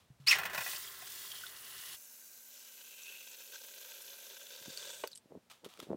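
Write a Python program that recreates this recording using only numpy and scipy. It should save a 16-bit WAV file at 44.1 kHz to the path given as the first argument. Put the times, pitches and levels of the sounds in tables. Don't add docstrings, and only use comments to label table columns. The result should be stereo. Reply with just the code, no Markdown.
import sys
import numpy as np
from scipy import signal
from scipy.fft import rfft, irfft, next_fast_len
from scipy.io import wavfile
from scipy.ndimage import uniform_filter1d

SR = 44100
rng = np.random.default_rng(int(sys.argv[2]) if len(sys.argv) > 2 else 0)


def dump(signal):
    limited = np.clip(np.atleast_2d(signal).T, -1, 1)
    pcm = np.round(limited * 32767).astype(np.int16)
    wavfile.write(sys.argv[1], SR, pcm)


N = 262836
TIME = np.arange(N) / SR


def from_db(db):
    return 10 ** (np.asarray(db) / 20)


def rms_one(x):
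    return x / np.sqrt(np.mean(x ** 2) + 1e-20)


def in_time(rows):
    s, *columns = np.transpose(rows)
    return [np.interp(TIME, s, c) for c in columns]


def between(start, stop, fade):
    opening = np.clip((TIME - start) / fade, 0, 1)
    closing = np.clip((stop - TIME) / fade, 0, 1)
    return opening * closing


def passing(s, width_s):
    return .5 + .5 * np.tanh((TIME - s) / width_s)


def dying(age, t60):
    return np.exp(-np.log(1000) * age / t60)


def fading(start, t60):
    return dying(np.maximum(TIME - start, 0), t60)


def since(s):
    at = np.arange(round(s * SR), min(N, round(s * SR) + SR // 4))
    return at, (at - at[0]) / SR


def bursts(rows, rise):
    power = np.zeros(N)
    for s, db, t60 in rows:
        at, age = since(s)
        swell = 1 - np.exp(-age / rise)
        power[at] += (from_db(db) * swell * dying(age, t60)) ** 2
    return np.sqrt(power)


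def drift(rate):
    r = np.exp(-2 * np.pi * rate / SR)
    noise = rng.standard_normal(N + SR)
    return rms_one(signal.lfilter([1], [1, -2 * r, r * r], noise)[SR:])


def band(x, low_hz, high_hz):
    sos = signal.butter(3, [low_hz, min(high_hz, .49 * SR)], "band", fs=SR, output="sos")
    return signal.sosfilt(sos, x)


def zone(x, low_hz, high_hz):
    x = band(x, low_hz, high_hz)
    slow_power = uniform_filter1d(x * x, SR // 5)
    return x / np.sqrt(slow_power + 1e-20)


def colour(x, spectrum):
    size = next_fast_len(N + SR // 2) * 2
    hz, db = np.transpose(spectrum)
    log_hz = np.log(np.fft.rfftfreq(size, 1 / SR) + 1)
    gain = rms_one(from_db(np.interp(log_hz, np.log(hz), db)))
    cepstrum = irfft(np.log(gain))[:size // 2]
    cepstrum[1:] *= 2
    return irfft(rfft(x, size) * np.exp(rfft(cepstrum, size)))[:N]


def resound(x, peaks):
    for hz, width, db in peaks:
        narrow = signal.lfilter(*signal.iirpeak(hz, hz / width, fs=SR), x)
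        x = x + (from_db(db) - 1) * narrow
    return x


def ring(clicks, hz, t60):
    r, w = from_db(-60 / (t60 * SR)), 2 * np.pi * hz / SR
    return signal.lfilter([0, np.sin(w)], [1, -2 * r * np.cos(w), r * r], clicks + 1e-18)


def pulses(rows, glide, swell):
    out = np.zeros(N)
    for s, db, hz, t60 in rows:
        at, age = since(s)
        pitch = hz * (1 + glide * np.minimum(age / t60, 1))
        phase = 2 * np.pi * np.cumsum(pitch) / SR
        shape = (1 - np.exp(-age * hz / swell)) * dying(age, t60)
        out[at] += from_db(db) * shape / shape.max() * np.sin(phase)
    return out


def whistle(hz, width_hz, rough):
    wobble = 1 + rough * (drift(width_hz) + 1j * drift(width_hz))
    turning = np.exp(2j * np.pi * np.cumsum(hz) / SR)
    return rms_one(np.real(wobble * turning))


def grains(per_s, spread_db):
    sizes = from_db(spread_db * np.minimum(rng.exponential(1, N), 4)) * rng.choice([-1, 1], N)
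    return rms_one(sizes * (rng.random(N) < per_s / SR))


def water(per_s, spread_db, cycles, bubble_db, count=28):
    births = grains(per_s, spread_db)
    dealt = rng.integers(0, count, N)
    bubbles = 0
    for k, hz in enumerate(np.geomspace(400, 15000, count)):
        ringing = ring(births * (dealt == k), hz, cycles / hz)
        bubbles = bubbles + np.sqrt(hz) * rms_one(np.diff(ringing, prepend=0))
    return rms_one(grains(2 * per_s, spread_db) + from_db(bubble_db) * rms_one(bubbles))


def among_studs(x, echo_db, wander):
    n, direct = np.arange(N), x
    for k, lag_s in enumerate([.0011, .0019, .0031]):
        delayed = np.interp(n - lag_s * SR * (1 + wander * drift(0.57)), n, direct)
        x = x + (-1) ** k * from_db(echo_db) * delayed
    return x


# frequency in Hz, relative level in dB.
POUR_SPECTRUM = [(150, -55), (250, -14.5), (436, -2), (557, 3), (816, -19.5), (1380, -3.5), (1550, 2),
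                 (1760, -7), (2530, 0.5), (3460, 1.5), (4990, -4), (6140, -1.5), (9330, -4.5),
                 (13000, -2.5), (16000, 3)]
# frequency in Hz, width in Hz, boost in dB.
PITCHER_RESONANCES = [(399, 9.1, 12.5), (535, 77, 8.5), (909, 78, 15.5), (1572, 75, 8.5), (2260, 81, -4),
                      (3520, 250, 1.5), (4000, 210, 3), (4640, 53, 6.5), (5400, 230, 4.5), (6195, 310, 7),
                      (7050, 59, 10), (7910, 81, 7), (12500, 230, 4.5), (13660, 280, 8), (13500, 320, -10)]
# frequency in Hz, width in Hz, boost in dB.
SHALLOW_DIPS = [(1050, 500, -3), (3123, 2800, -14)]
# low edge in Hz, high edge in Hz, level in shallow water in dB,
# gain in the pool in dB, rise with filling in dB per second, strength of the gulping in dB.
STREAM_VOICES = [(310, 680, -84, 7, 4.5, 2.5), (840, 2000, -73, 3, 2, 3.5),
                 (2300, 6780, -61.5, 4.5, 0.69, 2), (6650, 15100, -56, 3, -1.5, 0.24)]
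POUR_START_S, POUR_STOP_S, POUR_T60_S = 1.95, 5.025, 0.32
COVERED_S = 2.5
DEEP_S, DEEPEN_S = 2.85, 0.35
SURGE_S, SURGE_HALF_S, SURGE_GULPS = 4.87, 0.063, 1.6


def pour():
    pool = passing(DEEP_S, DEEPEN_S)
    depth = 0.18 + 0.87 * pool
    crackle = from_db(-5.0) * depth * water(1100, 3.1, cycles=24, bubble_db=1.5)
    drops = water(9000, 3.6, cycles=13.6, bubble_db=-2.0) + crackle
    sound = resound(colour(drops, POUR_SPECTRUM), PITCHER_RESONANCES)
    shallow = 1 - passing(COVERED_S, .05)
    sound = sound + shallow * (resound(sound, SHALLOW_DIPS) - sound)
    sound = among_studs(sound, echo_db=-19, wander=0.055)
    filled_s = np.clip(TIME, POUR_START_S, POUR_STOP_S) - POUR_START_S
    surge = SURGE_GULPS * np.exp(-((TIME - SURGE_S) / SURGE_HALF_S) ** 2)
    gulps = drift(45) * depth + surge
    voices = 0
    for low, high, db, pool_db, rise, gulp_db in STREAM_VOICES:
        level = from_db(db + pool_db * pool + rise * filled_s + gulp_db * gulps)
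        voices = voices + level * zone(sound, low, high)
    return voices * passing(POUR_START_S, 0.011) * fading(POUR_STOP_S, POUR_T60_S)


# start in seconds, relative peak in dB, t60 in seconds.
STUD_SPLASHES = [(2.553, -41, .1), (2.775, -44, .04), (3.12, -43, .06), (3.52, -28, 0.051),
                 (3.635, -29, 0.11), (3.81, -28.5, 0.044), (4.012, -36, 0.048), (4.8264, -33, .04),
                 (4.8479, -35, 0.07), (5.0735, -14.5, 0.015), (5.085, -33.5, .015), (5.113, -34, 0.023)]


def splashes():
    drops = bursts(STUD_SPLASHES, rise=0.0017) * water(6000, 2.2, cycles=12, bubble_db=4)
    return from_db(-17) * resound(colour(drops, POUR_SPECTRUM), PITCHER_RESONANCES)


# middle in seconds, half length in seconds, frequency in Hz, boost in dB.
STUD_GAPS = [(.9, .13, 1830, 1.5), (1.365, 0.077, 3190, 8), (1.703, 0.45, 10850, 6.5),
             (1.856, 0.33, 2910, 7.5), (2.592, 0.077, 5400, 8.5), (3.1, .2, 2605, 14),
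             (3.984, 0.26, 12900, 4), (4.03, 0.58, 11150, 4.5), (4.749, 0.19, 4800, 5),
             (4.87, .45, 3610, 6), (4.92, 0.22, 8550, 11.5)]
GAP_Q = 11


def through_gaps(x):
    for s, half_length, hz, db in STUD_GAPS:
        presence = np.exp(-((TIME - s) / half_length) ** 2)
        x = x + presence * (resound(x, [(hz, hz / GAP_Q, db)]) - x)
    return x


# start in seconds, relative peak in dB.
COUGH_TIMES = [(0.351, -26), (0.383, -23.5), (.394, -33.5), (.414, -33.5), (.432, -28.5), (0.452, -25),
               (.497, -33), (0.531, -29.5), (0.546, -26.5), (0.576, -23.5), (0.607, -28), (0.661, -31),
               (0.731, -34.5), (1.018, -44.5)]
COUGH_T60_S = 0.1


def slugs():
    return bursts([(s, db, COUGH_T60_S) for s, db in COUGH_TIMES], rise=0.0013)


# frequency in Hz, relative level in dB.
JET_SPECTRUM = [(150, -35.5), (250, -11), (313, -19.5), (380, -2.5), (436, -10), (674, -12.5), (906, -13),
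                (1470, -2.5), (2400, -7), (3230, 1), (6140, -1.5), (12300, -9), (14900, -1.5), (16000, -9)]
# frequency in Hz, width in Hz, boost in dB.
JET_RESONANCES = [(363.5, 20, 0.5), (1060, 60, 9), (1980, 86, 6.5), (15100, 900, 1.5)]
# time in seconds, level in dB.
JET_STRENGTH = [(0.66, -41.5), (0.72, -40.5), (0.95, -50), (1.19, -46), (1.324, -47), (1.54, -52),
                (1.888, -48), (1.95, -48)]
JET_START_S, JET_STOP_S = 0.332, 1.972
JET_FULL_S, JET_BUILD_S = 0.56, 0.06
COUGH_SPRAY_DB = -16
SPATTER_DB, SPRAY_DB = -4, -3.5
SPLASH_DB, FIRST_SPLASH_DB, SPLASH_T60_S = -59.5, -43.5, 1.32


def jet():
    hiss = water(16000, 3.4, cycles=24, bubble_db=-1.5)
    hiss = resound(colour(hiss, JET_SPECTRUM), JET_RESONANCES)
    hiss = among_studs(hiss, echo_db=-20, wander=0.028)
    steady = from_db(in_time(JET_STRENGTH)[0]) * passing(JET_FULL_S, JET_BUILD_S)
    force = np.hypot(steady, from_db(COUGH_SPRAY_DB) * slugs())
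    weight = from_db(SPLASH_DB) + from_db(FIRST_SPLASH_DB) * fading(JET_START_S, SPLASH_T60_S)
    splash = weight * from_db(1.5 * drift(45)) * zone(hiss, 200, 2080)
    spatter = force * from_db(SPATTER_DB + 1.4 * drift(41)) * zone(hiss, 2200, 8600)
    spray = force * from_db(SPRAY_DB + 0.36 * drift(32)) * zone(hiss, 8800, 17000)
    return (splash + spatter + spray) * between(JET_START_S, JET_STOP_S, .025)


# frequency in Hz, relative level in dB.
RUSH_SPECTRUM = [(240, -83), (400, -32), (1060, -21), (1460, -15), (2550, -9), (3120, -6.5), (5350, -14),
                 (6540, -11.5), (14600, -20), (16000, -18)]
# frequency in Hz, width in Hz, boost in dB.
SPOUT_RESONANCES = [(1064, 190, 10), (1768, 41, 7.5), (1956, 32, 12.5), (2130, 9, 5.5), (2490, 32, 13.5),
                    (2616, 40, 10.5), (2900, 12, 12.5), (4430, 25, 9), (5060, 30, 8), (5540, 60, 11)]
# time in seconds, pitch in Hz.
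SQUEAL_CURVE = [(.266, 1942), (.274, 2181), (.281, 2360), (.29, 2735), (.307, 2715), (.319, 2522),
                (.33, 2106), (.345, 1885)]
# start in seconds, attack in seconds,
# hold in seconds counted from the start, t60 in seconds, then the levels of fundamental, octave and rush in dB.
AIR_PUFFS = [(.264, .013, 0.036, .08, -34, -24, -32.5), (0.304, 0.0081, .024, .17, -23.5, -46, -30)]
CHOP_S, CHOP_HZ, CHOP_GROW_S = .312, 255, 0.024
WET_CUT_HZ = 7000


def spurt():
    hz, = in_time(SQUEAL_CURVE)
    first = whistle(hz, width_hz=300, rough=.45)
    octave = whistle(2 * hz, width_hz=300, rough=.45)
    rush = resound(colour(grains(12000, 1.3), RUSH_SPECTRUM), SPOUT_RESONANCES)
    wet = np.clip((TIME - CHOP_S) / CHOP_GROW_S, 0, 1)
    dull = signal.sosfilt(signal.butter(1, WET_CUT_HZ, fs=SR, output="sos"), rush)
    rush = (1 - wet) * rush + wet * dull
    air = 0
    for s, attack, hold, t60, first_db, octave_db, rush_db in AIR_PUFFS:
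        force = np.clip((TIME - s) / attack, 0, 1) * fading(s + hold, t60)
        squeal = from_db(first_db) * first + from_db(octave_db) * octave
        air = air + force ** 2 * squeal + force * from_db(rush_db) * rush
    chop_phase = 2 * np.pi * np.cumsum(CHOP_HZ * (1 + .15 * drift(60))) / SR
    return air * (1 + .7 * wet * np.cos(chop_phase))


# frequency in Hz, relative level in dB.
COUGH_SPECTRUM = [(59, -65), (100, -19), (164, -8), (305, -26.5), (383, -17.5), (684, -2), (1080, -10.5),
                  (1270, -29), (1380, -1), (2570, -7), (3730, -12), (12100, -26), (14000, -13)]


def coughs():
    noise = from_db(-9.5) * colour(slugs() * grains(7000, 1.4), COUGH_SPECTRUM)
    return resound(noise, SPOUT_RESONANCES)


# frequency in Hz, relative level in dB, t60 in seconds.
PIPE_RINGS = [(282, -12, .04), (411, -2, .035), (492, 0, .045), (597, 0, .04), (884, -5, .045),
              (1100, -6, .039), (1500, -10, .025), (1960, -10, .02), (2400, -7, .02), (2900, -9, .03)]
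KNOCK_S, KNOCK_DB = 5.0368, -31.5


def knock():
    at, _ = since(KNOCK_S)
    blow = np.zeros(N)
    blow[at[0]] = 1
    rings = sum((-1) ** k * from_db(db) * ring(blow, hz, t60) for k, (hz, db, t60) in enumerate(PIPE_RINGS))
    noise = rms_one(band(rng.standard_normal(N), 440, 3600))
    rattle = bursts([(KNOCK_S, -11, .06)], rise=0.00045) * noise
    return from_db(KNOCK_DB) * (rings + rattle)


# start in seconds, peak in dB, starting pitch in Hz.
BUBBLES_AND_DRIPS = [(.876, -41, 3260), (1.023, -50, 710), (1.317, -38.5, 3150), (1.436, -39.5, 1450),
                     (1.466, -39, 3520), (3.034, -41.5, 6050), (4.02, -40, 9400), (4.774, -32.5, 4440),
                     (4.827, -38, 3340), (5.074, -41.5, 4520), (5.117, -48, 4460), (5.123, -51, 5060),
                     (5.131, -42, 3980), (5.151, -45, 7340), (5.156, -41, 9040), (5.169, -52, 11200),
                     (5.175, -42, 8250)]
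PLINK_T60_S, PLINK_SHORTENS = 0.044, 0.84
DRIP_SPLASH_DB, DRIP_SPLASH_T60_S = -9, 0.022


def drips():
    rows = [(s, db, hz, PLINK_T60_S * (1000 / hz) ** PLINK_SHORTENS) for s, db, hz in BUBBLES_AND_DRIPS]
    rings = pulses(rows, glide=.1, swell=1.5)
    landings = bursts([(s, db, DRIP_SPLASH_T60_S) for s, db, hz in BUBBLES_AND_DRIPS], rise=0.00026)
    spray = rms_one(band(grains(6000, 5.4), 2750, 11000))
    return rings + from_db(DRIP_SPLASH_DB) * landings * spray


def basin(x, t60, wet_db):
    age = TIME[:SR // 2]
    echo = rng.standard_normal(len(age)) * dying(age, t60) * (age > .002)
    return x + from_db(wet_db) * signal.fftconvolve(x, echo / np.linalg.norm(echo))[:N]


# start in seconds, peak in dB before filtering, starting pitch in Hz.
HANDLING_BUMPS = [(4.614, -55, 255), (4.68, -38.5, 265), (4.70, -50, 219), (5.257, -53.5, 290),
                  (5.306, -50.5, 297), (5.321, -39, 456), (5.352, -40, 485), (5.361, -44, 231),
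                  (5.373, -41.5, 300), (5.64, -44.5, 464), (5.662, -36, 432), (5.793, -42.5, 433),
                  (5.828, -38.5, 347), (5.869, -45, 383), (5.897, -38, 482), (5.904, -27, 363),
                  (5.915, -26.5, 410), (5.931, -26.5, 541), (5.945, -32.5, 330)]
# start in seconds, relative peak in dB, t60 in seconds.
RUSTLES_AND_TICKS = [(0, -65, 0.35), (.2, -65.5, 0.68), (5.499, -51, .3), (5.513, -45, .048),
                     (5.645, -44.5, .11), (5.687, -56.5, 1), (5.738, -38, 0.0059), (5.774, -46, .012),
                     (5.790, -51.5, 0.28), (5.801, -31, 0.012), (5.825, -48.5, 0.13)]
# frequency in Hz, relative level in dB.
RUSTLE_SPECTRUM = [(350, -24), (600, -13.5), (1330, -6.5), (1470, -13.5), (2500, -11), (3580, -7.5),
                   (4280, -12.5), (8160, -18), (16000, -24.5)]
BUMP_T60_S, RUB_S, RUB_DB = 0.011, 0.035, -6.5
HANDLING_RUMBLE_DB = -80


def handling():
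    bumps = pulses([(s, db, hz, BUMP_T60_S) for s, db, hz in HANDLING_BUMPS], glide=-0.15, swell=0.27)
    nearby = signal.windows.hann(int(2 * RUB_S * SR)) ** 2
    rub_level = np.sqrt(np.abs(signal.fftconvolve(bumps ** 2, nearby / nearby.sum(), "same")))
    rubbing = from_db(RUB_DB) * rub_level * rms_one(band(rng.standard_normal(N), 137, 600))
    rustles = bursts(RUSTLES_AND_TICKS, rise=0.00024) * grains(9000, 1.54)
    rustles = from_db(-3.5) * colour(rustles, RUSTLE_SPECTRUM)
    rumble = rms_one(band(rng.standard_normal(N), 90, 220))
    rumble = from_db(HANDLING_RUMBLE_DB) * passing(4.6, 0.09) * rumble
    return band(bumps, 95, 3500) + rubbing + rustles + rumble


# start in seconds, peak in dB, t60 in seconds.
PIPE_THUDS = [(0.102, -49.5, 0.11), (0.199, -51.5, 0.42), (0.581, -51, 0.11)]
THUD_HZ = 142
RUMBLE_DB, OPENING_RUMBLE_DB, RUMBLE_T60_S = -75, -66.5, 0.97


def pipework():
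    thuds = pulses([(s, db, THUD_HZ, t60) for s, db, t60 in PIPE_THUDS], glide=-0.43, swell=0.16)
    opening = from_db(OPENING_RUMBLE_DB) * passing(JET_START_S, .02) * fading(0.42, RUMBLE_T60_S)
    level = (from_db(RUMBLE_DB) + opening) * (1 - passing(JET_STOP_S, 0.013))
    return thuds + level * rms_one(band(rng.standard_normal(N), 49, 170))


# frequency in Hz, relative level in dB.
ROOM_SPECTRUM = [(80, -12), (220, -7.5), (350, -5.5), (550, -3), (1100, -9), (1800, -11), (4000, -14),
                 (9000, -19.5), (16000, -23.5)]
FLOOR_DB, HUM_HZ, HUM_DB = -73.5, 237.6, -85


def background():
    hum = from_db(HUM_DB) * whistle(np.full(N, HUM_HZ), width_hz=2.2, rough=0.1)
    return hum + from_db(FLOOR_DB) * colour(rng.standard_normal(N), ROOM_SPECTRUM)


def scene():
    stream = through_gaps(jet() + pour()) + splashes()
    tap = basin(spurt() + coughs(), t60=.2, wet_db=-14)
    plinks_and_knock = basin(drips() + knock(), t60=0.055, wet_db=-6.5)
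    mono = stream + tap + plinks_and_knock + handling() + pipework() + background()
    return np.array([mono, mono])


CUTOFF_HZ = 15900


def record(dry):
    thin = signal.sosfilt(signal.butter(2, 55, "high", fs=SR, output="sos"), dry)
    return signal.sosfilt(signal.ellip(12, .1, 80, CUTOFF_HZ, fs=SR, output="sos"), thin)


dry = scene()
out = record(dry)
dump(out)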